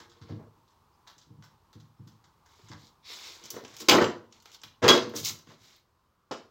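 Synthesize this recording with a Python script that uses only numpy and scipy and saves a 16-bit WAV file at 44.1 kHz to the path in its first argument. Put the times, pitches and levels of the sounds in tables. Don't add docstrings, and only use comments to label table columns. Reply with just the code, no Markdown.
import sys
import numpy as np
from scipy import signal
from scipy.fft import rfft, irfft
from scipy.io import wavfile
from scipy.ndimage import uniform_filter1d

SR = 44100
rng = np.random.default_rng(int(sys.argv[2]) if len(sys.argv) > 2 else 0)


def inscribe(sig):
    pcm = np.round(np.clip(np.atleast_2d(sig).T, -1, 1) * 32767)
    wavfile.write(sys.argv[1], SR, pcm.astype(np.int16))


def ratio_of_db(decibels):
    return 10 ** (np.asarray(decibels, float) / 20)


N = 286986
RING_T = np.arange(SR // 2) / SR
DIRECT_DB = 29.5


def unit(x):
    return x / np.sqrt(np.mean(x ** 2))


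def band(x, lo_hz, hi_hz):
    return signal.sosfilt(signal.butter(2, [lo_hz, hi_hz], "band", fs=SR, output="sos"), x)


def colour(x, points):
    hz, db = np.transpose(points)
    bins_hz = np.arange(2049) * SR / 4096
    log_gain = np.interp(np.log(bins_hz + 1), np.log(hz), db) * np.log(10) / 20
    cepstrum = irfft(log_gain)
    cepstrum[1:2048] *= 2
    cepstrum[2049:] = 0
    return signal.fftconvolve(x, irfft(np.exp(rfft(cepstrum))))[:len(x)]


def wander(rows, length, hold, smooth):
    steps = np.repeat(rng.standard_normal((rows, length // hold + 1)), hold, axis=1)
    return uniform_filter1d(steps, size=smooth)[:, :length]


def add(out, start_s, x):
    i = int(max(start_s, 0) * SR)
    out[i:i + len(x)] += x[:len(out) - i]


def onset(rise_s):
    return 1 - np.exp(-RING_T / rise_s)


def ring(modes, scatter_db=3, detune=.01):
    hz, db, t60 = np.transpose(modes)[:, :, None]
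    t60 = np.minimum(t60, .27)
    chance = rng.standard_normal((2, len(modes), 1))
    wave = np.sin(2 * np.pi * hz * (1 + detune * chance[0]) * RING_T)
    wave = wave * np.exp(-np.log(1000) * RING_T / t60)
    return np.sum(ratio_of_db(db + scatter_db * chance[1]) * wave, axis=0)


def spray(ms, onset_ms, crack=0.5):
    chance, t = rng.standard_normal((2, 3000)), np.arange(1, 3001) / SR
    decay = np.exp(-1000 * t / max(ms, .2)) + crack * np.exp(-t / 0.00091)
    x = chance[0] * ratio_of_db(8.07 * chance[1]) * decay
    x = x * (1 - np.exp(-1000 * t / max(onset_ms, .02)))
    return x / np.sqrt(np.sum(x ** 2))


# low_hz, high_hz
LANES_HZ = [(3400, 5300), (650, 2000), (220, 750), (9200, 16200), (2000, 3400), (5300, 9200)]
# freq_hz, level_db per Hz
PHONE = [(880, -37.5), (1500, -1.5), (1890, -15.5), (2150, -1), (2550, -1.5), (2740, 0), (3660, -0.5),
         (4950, -2.5), (6960, -6.5), (9310, -28), (15200, -16.5), (16000, -17), (16500, -45.5)]
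# freq_hz, level_db per Hz
COUNTER = [(71, -46), (120, -14), (189, -14), (232, -12.5), (314, -10), (370, -2.5), (419, -7), (487, -7),
           (777, -11), (1010, -5.5), (2500, -8), (3070, -20.5), (3200, -8), (4160, -47.5), (7040, -120)]


def by_bands(lanes):
    probe = rng.standard_normal(SR)

    def narrow(x, lo, hi, tone):
        return colour(band(band(x, lo, hi), .7 * lo, 1.2 * hi), tone)

    treble = np.std(narrow(probe, 1900, 9200, PHONE))
    out = 0
    for k, (x, (lo, hi)) in enumerate(zip(lanes, LANES_HZ)):
        tone = COUNTER if k in (1, 2) else PHONE
        level = np.std(narrow(probe, lo, hi, tone)) if k in (1, 2, 3) else treble
        out = out + narrow(x, lo, hi, tone) / level
    return out


def voiced(start_s, db, weight, tone, ms, crisp=0, bright=-2.5):
    low_db, low_gain, air_db, onset_ms, presence_db = tone
    lanes_db = [db, db + weight, db + low_db + low_gain * weight, db + air_db + crisp,
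                db + presence_db + 0.36 * min(weight, 6), db + bright]
    return start_s, lanes_db, ms, onset_ms


def blows(rows, tone):
    return [voiced(s, db, weight, tone, ms, 0.34 * db) for s, db, weight, ms in rows]


def sprays(hits, crack):
    lanes = np.zeros((6, N))
    for s, lanes_db, ms, onset_ms in hits:
        clicks = spray(ms, onset_ms, crack)
        push = 0.65 * clicks
        push[int(max(onset_ms, 0) * SR / 1000)] = 0.71 / (1 + 0.39 * onset_ms)
        for lane, db, x in zip(lanes, lanes_db, (clicks, clicks, push, clicks, clicks, clicks)):
            add(lane, s, x * ratio_of_db(db - 13.5))
    return by_bands(lanes)


# start_s, level_db, weight_db, length_ms
CUTLERY = [(3.8848, -5, -7, 3.8), (3.8908, -6, -8.5, 2.7), (3.8945, -4, -9, 3.3), (3.908, -16, -0.5, 7.2),
           (4.02, -26, 6.5, 11), (3.9188, -24, 13, 13), (3.942, -47, 28, 8.6), (3.956, -32.5, 13.5, 2.8),
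           (3.9793, -33, 18.5, 17), (4.0119, -27.5, 9, 12.8), (4.0403, -25, -10, 3.9),
           (4.0606, -42.5, -13, 5.5)]
# start_s, level_db, weight_db, length_ms
LANDING = [(4.8199, -33, 3, 25), (4.8262, -27, 8, 12), (4.8387, -19, 2.5, 22), (4.8606, -33.5, 15.5, 10.4),
           (4.8791, -7.5, -4, 6.3), (4.8862, -5, -11.5, 4.6), (4.8921, -8, -5, 11), (4.8447, -24.5, 5, 12),
           (4.9, -13.5, -3, 4.4), (4.9077, -25.5, 9.5, 2.7), (4.938, -33, 12.5, 13),
           (4.9748, -23.5, -1.5, 6.9), (5.0304, -39, -14, 9.4), (5.0697, -43, -15, 10),
           (6.3105, -29.5, -4.5, 19), (6.3175, -39.5, 6, 12)]
# start_s, level_db, weight_db, length_ms
BUMPS = [(0.289, -52.5, 8, 28), (0.3894, -74.5, 20, 15.6), (0.4206, -72, 13.5, 12), (2.5899, -64, 5, 6.6),
         (3.538, -45, 2.5, 8.3), (3.561, -43.5, 7, 9.4), (3.8163, -40.5, -3, 13), (5.136, -41.5, 6, 10),
         (5.162, -46.5, -2, 11), (5.3911, -51, -2.5, 4.3), (5.4972, -49.5, 2.5, 12), (3.631, -45, -7.5, 10)]
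# start_s, level_db, weight_db, crispness_db, brightness_db
KNIFE = [(0.0004, -39.5, -2, 2, -1), (0.096, -49.5, -13.5, 3, 1), (0.1167, -47.5, -8, -10, -4),
         (0.2141, -46.5, -3.5, -8, -3), (0.6784, -57, -22, -6, -3), (0.705, -60, -7, -3, 3),
         (1.0673, -53.5, 8, 4, -0.5), (1.073, -37.5, -14, 2, -3.5), (1.1, -45.5, -3, 8.5, -3.5),
         (1.18, -45, -13, 4, 3.5), (1.213, -47.5, -12, -3, -3), (0.224, -47, -10, -10, -16.5),
         (1.424, -47, -0.5, -2, 0.1), (1.438, -45.5, -6.5, 10, -0.17), (1.729, -47, -5, 7, -1),
         (1.7999, -49, -10, 3, -1.5), (2.0735, -45.5, -11, 9, 0.5), (2.2406, -50, -3.5, -4, -0.5),
         (2.4587, -56, 3, 11, 7), (2.6845, -45, -2.5, -5, 4), (2.715, -37, 1, -4.5, -4),
         (0.288, -51, -3, -8, -3), (0.309, -48, -6, -10, -12)]
# start_s, level_db, weight_db, crispness_db, brightness_db
FOIL = [(3.438, -40.5, -24, 4, 8.5), (3.4547, -38, -20.5, 8, 7), (3.5038, -33, -22, 20.5, 13),
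        (3.648, -38, -0.5, -6, 0.5), (3.6778, -46, -5.5, -2, 5), (3.7405, -49.5, 0, 1, 7),
        (3.766, -35.5, -22, 9.5, 4.5), (3.8022, -35.5, -15, 16, 4), (4.3243, -45, -12.5, -8, 2.5),
        (4.4, -51.5, -15, 0, 3.5), (4.4228, -52.5, -10.5, 12.5, 6.5), (4.4562, -42, -3.5, 4.5, -1),
        (4.5156, -44, -17, 3, 2), (4.5457, -38.5, -15.5, 1, -1.5), (4.616, -54, -0.5, -8, 13.5),
        (4.634, -31.5, -11, 2, -3.5), (4.6486, -45, -18, 1, -7.5), (5.2485, -28.5, -25, 19, 12),
        (5.2798, -47, -1, 13, 1), (5.307, -49, -1, 14, 1), (5.4703, -51.5, -0.5, -3, -3),
        (5.762, -56, -18, 16, -1.8), (5.092, -46, -9, 11, 4), (3.557, -50, -18, 4, 1),
        (3.463, -47, -23.5, 5, 4), (3.511, -47, -14, 10, 0), (3.785, -43, -16, 5, 8.5),
        (3.807, -40.5, -22, 5, 11.5), (3.82, -36, -19, -2, -4), (5.361, -58, -20, 20, 2),
        (5.162, -37.5, -6, 21, 18.5), (5.2303, -35, -11, 5, 4), (5.2562, -23, -24, 14.5, 2),
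        (5.388, -53.5, -18, 16, 9.5)]
# low_db, low gain per dB of weight, air_db, onset_ms, presence_db
CUTLERY_TONE, LANDING_TONE = (2.5, 1.1953, -15, 1.54, 1), (4.5, 1.21, -19, 1.5, 0.5)
BUMP_TONE = (6, 1.6527, -16.5, 4, -3.5)
KNIFE_TONE, FOIL_TONE = (-29, 1, -24, 0, -5), (-7, 1.2, -19.5, 0.04, 0.5)
KNIFE_MS, FOIL_MS = 19.4, 7.4


def contacts():
    heavy = blows(CUTLERY, CUTLERY_TONE) + blows(LANDING, LANDING_TONE)
    heavy += [voiced(s, db, w, BUMP_TONE, ms) for s, db, w, ms in BUMPS]
    ticks = [voiced(s, db, w, KNIFE_TONE, KNIFE_MS, crisp, bright) for s, db, w, crisp, bright in KNIFE]
    ticks += [voiced(s, db, w, FOIL_TONE, FOIL_MS, crisp, bright) for s, db, w, crisp, bright in FOIL]
    return sprays(heavy, crack=0.31), sprays(ticks, crack=0.47)


# freq_hz, level_db, t60_s
BOOM = [(110.08, 0, 0.17), (136.3, 0, 0.11), (88, -14.5, 0.26), (154.4, -10.5, 0.27), (189, -6.5, 0.11)]
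# freq_hz, level_db, t60_s
KNOCK = [(225.4, -4, 0.2), (310, -2.5, 0.12), (340, -5, 0.099), (382, -5.5, 0.031), (479, -15, 0.25)]
# start_s, boom_db, knock_db above the boom
FRUIT = [(0.001, -60, 10), (0.067, -61, 1), (0.211, -41, -2), (0.232, -39, -5), (0.298, -36, 5.5),
         (0.311, -33.5, 3), (0.33, -34, 2), (0.387, -54, -3), (1.163, -61, 3), (1.267, -54.5, 3),
         (1.3, -44, -1), (1.377, -42.5, -8), (1.441, -59, -14), (1.752, -43.5, 4), (1.817, -51.5, -4),
         (1.993, -38.5, -6.5), (2.06, -48.5, 1.5), (2.118, -57.5, 7), (2.249, -55.5, -8), (2.63, -52, -17),
         (2.698, -40, 1), (2.747, -44, 2), (2.827, -56, 7)]
# start_s, boom_db, knock_db above the boom
KNOCKS = [(3.561, -60, 9), (3.627, -55, 10), (3.811, -58, 22), (3.887, -51, 3), (3.94, -53, 2),
          (4.011, -28.5, 12), (4.637, -55, 7), (4.827, -21, -3), (4.888, -51, 17), (4.915, -49, 10.5),
          (5.069, -44, 15.5), (5.148, -41.5, 13.5), (5.209, -38.5, -9.5), (5.297, -41.5, 1.5),
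          (5.466, -48.5, 8), (5.599, -58, 0), (0.56, -69, 11), (3.43, -59.5, 12), (3.53, -48, 10),
          (3.7, -54, 4), (5.01, -42.5, 9), (4.821, -37, 22.5), (3.96, -36, 20)]


def thuds():
    out = np.zeros(N)
    for rows, push_ms in ((FRUIT, 2.26), (KNOCKS, 2.6)):
        build = onset(2 * push_ms / 1000) ** 2
        for s, boom_db, knock_db in rows:
            boom = ring(BOOM, scatter_db=1.5, detune=0.03)
            knock = ring(KNOCK, scatter_db=2.0, detune=0.018)
            add(out, s, ratio_of_db(boom_db) * (boom + ratio_of_db(knock_db - 7) * knock) * build)
    return out


# freq_hz, level_db, t60_s
TRAY = [(239.6, -5, .3), (294, -6, .3), (346.2, -3.5, .3), (396, -5.5, 0.13), (445, -10, 0.11),
        (510, -7.5, 0.71), (623, -8.5, 0.16), (704, -9.5, 0.38), (821.3, -7.5, 0.18), (932, -6.5, 0.19),
        (985, -7.5, 0.12), (1138, -10.5, 0.3), (1281, -10.5, 0.094), (1420, -11.5, .12)]
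# freq_hz, level_db, t60_s
DISH = [(243.4, -9.5, .3), (301, -9.5, .25), (379, -8.5, 0.088), (485.2, -4, 0.25), (572, -9, 0.11),
        (667.6, -7.5, 0.13), (730, -5, .1), (825, -6, 0.078), (1013, -12, 0.11), (1117, -14.5, 0.17),
        (1359, -10.5, 0.13), (1615, -9.5, .3), (1873, -11, 0.15), (1975, -14, 0.092)]
# freq_hz, level_db, t60_s
JAR = [(355.73, 1.5, .3), (467.6, -4, 0.24), (1090, -5.5, 0.11)]
# start_s, level_db
JAR_TAPS = [
    (0.001, -61.5),
    (0.09, -62),
    (0.16, -64),
    (0.23, -59),
    (3.41, -61.5),
    (3.51, -56),
    (3.533, -56),
    (3.802, -48.5),
    (3.835, -51.5),
    (3.862, -53.5),
]


def struck_ware():
    out = np.zeros(N)
    falls = ((blows(CUTLERY, CUTLERY_TONE), TRAY, -21), (blows(LANDING, LANDING_TONE), DISH, -20.5))
    for hits, modes, ware_db in falls:
        for s, lanes_db, _, _ in hits:
            low_db = lanes_db[2]
            add(out, s, ratio_of_db(low_db + ware_db) * ring(modes, scatter_db=3.0, detune=0.004))
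    for s, db in JAR_TAPS:
        add(out, s, ratio_of_db(db) * ring(JAR, scatter_db=0.5, detune=0.012) * onset(.004))
    return out


# freq_hz, level_db, t60_s
METAL = [(3332, -.5, 0.25), (3296, -11, .25), (483, -14, 0.3), (562, -11, .15), (1015, -20, 0.2),
         (1615, -14, 0.3), (1787, -15, .1), (6420, -6, 0.06), (4690, -13, 0.12), (5464, -18, .1),
         (1980, -15, .08), (2740, -16, .12)]
# start_s, level_db
STEEL = [
    (3.888, -38),
    (4.879, -23.5),
    (4.886, -9.5),
    (5.159, -76),
]
# freq_hz, level_db, t60_s
SNAP = [(328, -10, .09), (380, -4.5, 0.073), (465, -2.5, 0.045), (499, 0, 0.071), (628, -1.5, 0.03),
        (708, -3.5, 0.07), (890, -11.5, 0.05), (1108, -9.5, 0.095), (1381, -10.5, 0.067)]
# start_s, level_db
CRACKS = [
    (6.3105, -37.5),
    (6.3175, -40),
    (0.47, -60.5),
    (3.1, -56.5),
    (4.101, -56),
    (3.637, -56.5),
]
# freq_hz, level_db, t60_s
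PING = [(4300, 6.5, 0.08), (6990, -8.5, 0.06), (1455, -5.5, 0.088)]
# start_s, level_db
PINGS = [
    (4.325, -70),
    (4.4, -65),
    (4.457, -65),
    (4.497, -62),
    (4.545, -60),
]


def steel():
    out, rise = np.zeros(N), onset(0.0014)
    damped = ratio_of_db(np.interp(RING_T, [.05, .062], [0, -7]))
    swell = onset(.005)
    for s, db in STEEL:
        add(out, s, ratio_of_db(db) * ring(METAL, scatter_db=1.0, detune=0.00036) * swell * damped)
    for s, db in CRACKS:
        add(out, s, ratio_of_db(db) * ring(SNAP, scatter_db=7, detune=0.02) * rise ** .6)
    for s, db in PINGS:
        add(out, s, ratio_of_db(db) * ring(PING, scatter_db=3.0, detune=0.013) * rise)
    return out


# freq_hz, level_db, t60_s
RIM = [(484, 0.5, .24), (1577, -12.5, .35), (246, -7, .3), (1110, -12, .25)]
# start_s, level_db
RIM_HITS = [
    (4.84, -27.5),
    (4.903, -22),
    (4.962, -27),
]
# freq_hz, level_db, t60_s
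TINES = [(2220, -5.5, .04), (2771, -3.5, .04), (3063, -2.5, 0.045), (3310, -1, .05), (4334, -4.5, 0.05),
         (4840, -3, .04), (5180, -4, .04), (6400, -9.5, .04), (7444, -18, .15)]
# start_s, level_db
TINE_HITS = [
    (3.886, -20),
    (3.893, -17),
    (3.912, -25),
    (3.927, -26.5),
    (4.012, -38),
    (4.042, -35.5),
]
# freq_hz, level_db, t60_s
CLUNK = [(272, -6, .04), (360.8, -1, .04), (520, -2, 0.032), (994, -6, .035), (1310, -8, .03)]
# start_s, level_db
CLUNKS = [(3.941, -14.5), (3.953, -13), (3.974, -18.5), (3.985, -22.5), (4.009, -16), (4.032, -21),
          (4.073, -29), (4.828, -21), (4.847, -20), (4.944, -21), (3.9, -43), (3.582, -43), (3.592, -43),
          (3.637, -43), (6.3105, -33), (6.318, -35), (6.331, -38.5), (5.075, -44), (4.838, -21),
          (3.888, -21), (3.897, -19), (4.885, -17.5), (3.563, -52), (4.02, -21)]


def clatter():
    out, rise = np.zeros(N), onset(0.00098)
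    for hits, modes, detune in ((RIM_HITS, RIM, .001), (TINE_HITS, TINES, .006), (CLUNKS, CLUNK, .05)):
        for s, db in hits:
            add(out, s, ratio_of_db(db) * ring(modes, scatter_db=3.0, detune=detune) * rise)
    return out


# start_s, length_s, level_db, weight_db, crispness_db
STROKES = [(0.001, 0.084, -61.5, 7.5, -7), (.12, 0.145, -70, 6, -8.5), (.2, 0.25, -66.5, 6, -16.5),
           (2.426, 0.34, -64, 0.5, -0.5), (2.6, 0.25, -64, 1, -5), (2.756, 0.22, -59.5, -8, -1.5),
           (3.035, 0.28, -44.5, -1.5, -0.5), (3.19, 0.24, -47, -0.5, -1), (3.403, 0.17, -52.5, 0, -19),
           (3.49, 0.203, -56.5, 4, -10), (3.62, 0.35, -56, 3, -0.5), (3.788, 0.055, -44.5, -6, 7),
           (3.301, 0.25, -59.5, 1, 2), (4.297, 0.14, -62.5, 2.5, -3), (4.433, 0.14, -59.5, 0, -3),
           (4.517, 0.072, -54, -5.5, 2.5), (4.62, 0.097, -64.5, 0, 4), (5.141, 0.11, -38, -8, 9),
           (5.227, 0.12, -31, -10, 6), (5.288, 0.14, -58.5, 4, 8), (5.448, 0.16, -59.5, 5.5, -4),
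           (5.562, 0.267, -58, -0.5, 0), (5.698, 0.164, -66.5, -3, -9)]
# freq_hz, level_db
FILM = [(300, -0.9), (1500, -3.5), (2200, 2), (2750, -5.5), (3300, -1.5), (3900, 2.5), (5500, -1),
        (8000, 2.5), (15000, -1.62)]


def rubbing(grain_db=5, flicker_db=1.5):
    lanes = np.zeros((6, N))
    flicker = wander(6, N, 300, 300)
    grains = unit(rng.standard_normal(N) * ratio_of_db(grain_db * rng.standard_normal(N)))
    grains = grains * ratio_of_db(flicker_db * flicker)
    for s, length_s, db, weight, crisp in STROKES:
        progress = np.linspace(0, 1, int(length_s * SR))
        swell = np.abs(np.sin(np.pi * progress ** 0.73)) ** 2.23
        tone_db = [0, -7 + weight, -13.5 + 1.7 * weight, -15.5 + crisp, -1.5 + 0.49 * weight, 0.49 * crisp]
        for lane, lane_db in zip(lanes, tone_db):
            add(lane, s, ratio_of_db(db + lane_db) * swell)
    return colour(by_bands(lanes * grains), FILM)


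# time_s, level_db
SLIDE = [
    (3.025, -77),
    (3.055, -57.5),
    (3.12, -49.5),
    (3.19, -64),
    (3.225, -62),
    (3.26, -51.5),
    (3.32, -60),
    (3.37, -69.5),
    (3.42, -77.5),
]
# freq_hz, width_hz, level_db
FOLDS = [(3750, 500, -1.5), (4470, 300, -3.5), (5060, 890, -4), (2400, 900, -7.5)]


def slide(grain_db=7):
    s, db = np.transpose(SLIDE)
    grains = rng.standard_normal(N) * ratio_of_db(grain_db * rng.standard_normal(N))
    folds = 0
    for hz, width_hz, fold_db in FOLDS:
        folds = folds + ratio_of_db(fold_db) * unit(band(grains, hz - width_hz / 2, hz + width_hz / 2))
    return folds * ratio_of_db(np.interp(np.arange(N) / SR, s, db, left=-120, right=-120))


# freq_hz, t60_s
ROOM_T60 = [(150, 0.49), (400, 0.37), (1200, 0.36), (3000, 0.32), (6000, 0.32), (9000, 0.25), (14000, 0.25)]


def kitchen(lumpy_db=3):
    t, echo = np.arange(SR) / SR, 0
    hz_at, t60_at = np.transpose(ROOM_T60)
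    for hz in 125 * 2. ** np.arange(0, 7.1, .5):
        t60 = np.interp(np.log(hz), np.log(hz_at), t60_at)
        lumps = wander(1, SR, 300, 200)[0]
        noise = band(band(rng.standard_normal(SR), hz / 1.22, hz * 1.22), hz / 1.22, hz * 1.22)
        echo = echo + noise * ratio_of_db(lumpy_db * lumps) * np.exp(-np.log(1000) * t / t60)
    echo = echo * (1 - np.exp(-t / 0.0017))
    echo[0] = ratio_of_db(DIRECT_DB)
    return echo


# start_s, length_s, pitch_hz, level_db
CHIRPS = [
    (0.925, .05, 5300, -78),
    (.93, .05, 6050, -85),
    (.92, .045, 4830, -77),
    (1.967, .05, 5360, -80),
]


def bird():
    out = np.zeros(N)
    for s, length_s, hz, db in CHIRPS:
        t = np.arange(int(length_s * SR)) / SR
        whistle = np.sin(2 * np.pi * hz * t * (1 - 0.057 * t))
        add(out, s, ratio_of_db(db) * np.sin(np.pi * t / length_s) * whistle)
    return out


# time_s, tyre_band_hz, level_db
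PASSING = [
    (0, 1053, -81),
    (4.5, 1050, -81),
    (5.4, 950, -83.5),
    (5.8, 980, -81),
    (6.05, 1098, -76.5),
    (6.3, 1236, -75.5),
    (6.51, 1280, -75.5),
]


def passing():
    s, hz, db = np.transpose(PASSING)
    t = np.arange(N) / SR
    low_pass = signal.butter(2, 260 / 2, fs=SR, output="sos")
    a, b = signal.sosfilt(low_pass, rng.standard_normal((2, N)))
    phase = 2 * np.pi * np.cumsum(np.interp(t, s, hz)) / SR
    return unit(a * np.cos(phase) + b * np.sin(phase)) * ratio_of_db(np.interp(t, s, db))


# freq_hz, level_db per Hz
HUM = [(15, -40.5), (25, -14), (87, 0), (108, -3.5), (310, -12.5), (355, -10), (719, -17), (943, -11),
       (1270, -14), (1760, -22), (2370, -25), (4540, -25.5), (5400, -27), (7190, -31), (9600, -36.5),
       (15800, -32)]
# time_s, level_db
HUM_LEVEL = [
    (0, -66),
    (.6, -68.5),
    (1.9, -69.5),
    (2.3, -68),
    (3.3, -66),
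    (4.3, -70),
    (5.4, -72),
    (5.85, -80),
    (6.2, -79),
    (6.51, -77),
]


def hum():
    s, db = np.transpose(HUM_LEVEL)
    noise = colour(rng.standard_normal(N), HUM)
    drone = band(noise, 710, 1300)
    flicker = wander(1, N, 3000, 3000)[0]
    swell = ratio_of_db(np.interp(np.arange(N) / SR, s, db) + 1.5 * flicker)
    rest = (noise - drone) * swell ** 0.4 * ratio_of_db(-46.5)
    return (drone * swell + rest) / np.std(drone)


def scene():
    echo = kitchen()
    echo_level = np.sqrt(np.sum(echo ** 2))
    rub, body, ware = rubbing(), struck_ware() + thuds(), band(steel(), 240, 12000)
    spread = (ratio_of_db(-8) * rub + ratio_of_db(-1.5) * body + ratio_of_db(-7.5) * ware) / echo_level
    heavy, ticks = contacts()
    sent = ratio_of_db(-1) * ticks + spread
    turn = 2 * np.pi * 7 * np.arange(N) / SR
    late = np.arange(N) > 4.75 * SR
    room = signal.fftconvolve(sent * ~late + heavy * np.abs(np.cos(turn)), echo)
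    room = room + signal.fftconvolve(sent * late + heavy * np.abs(np.sin(turn)), kitchen())
    near = room[:N] + ratio_of_db(DIRECT_DB - 11) * ticks + ratio_of_db(-2.0) * rub + body + ware
    floor, close = hum() + passing(), clatter() + slide()
    near = near + close + ratio_of_db(-4) * signal.fftconvolve(close, echo)[:N] / echo_level
    near = signal.sosfilt(signal.butter(6, 85, "high", fs=SR, output="sos"), near)
    return (near + floor + bird())[None]


def roll_off(x):
    return signal.sosfilt(signal.butter(12, 17000, fs=SR, output="sos"), x)


def record(dry):
    rounded = np.tanh(1.038 * dry) / 1.146
    mix = signal.sosfilt(signal.ellip(8, .2, 70, 15800, fs=SR, output="sos"), rounded)
    return roll_off(mix)


dry = scene()
out = record(dry)
inscribe(out)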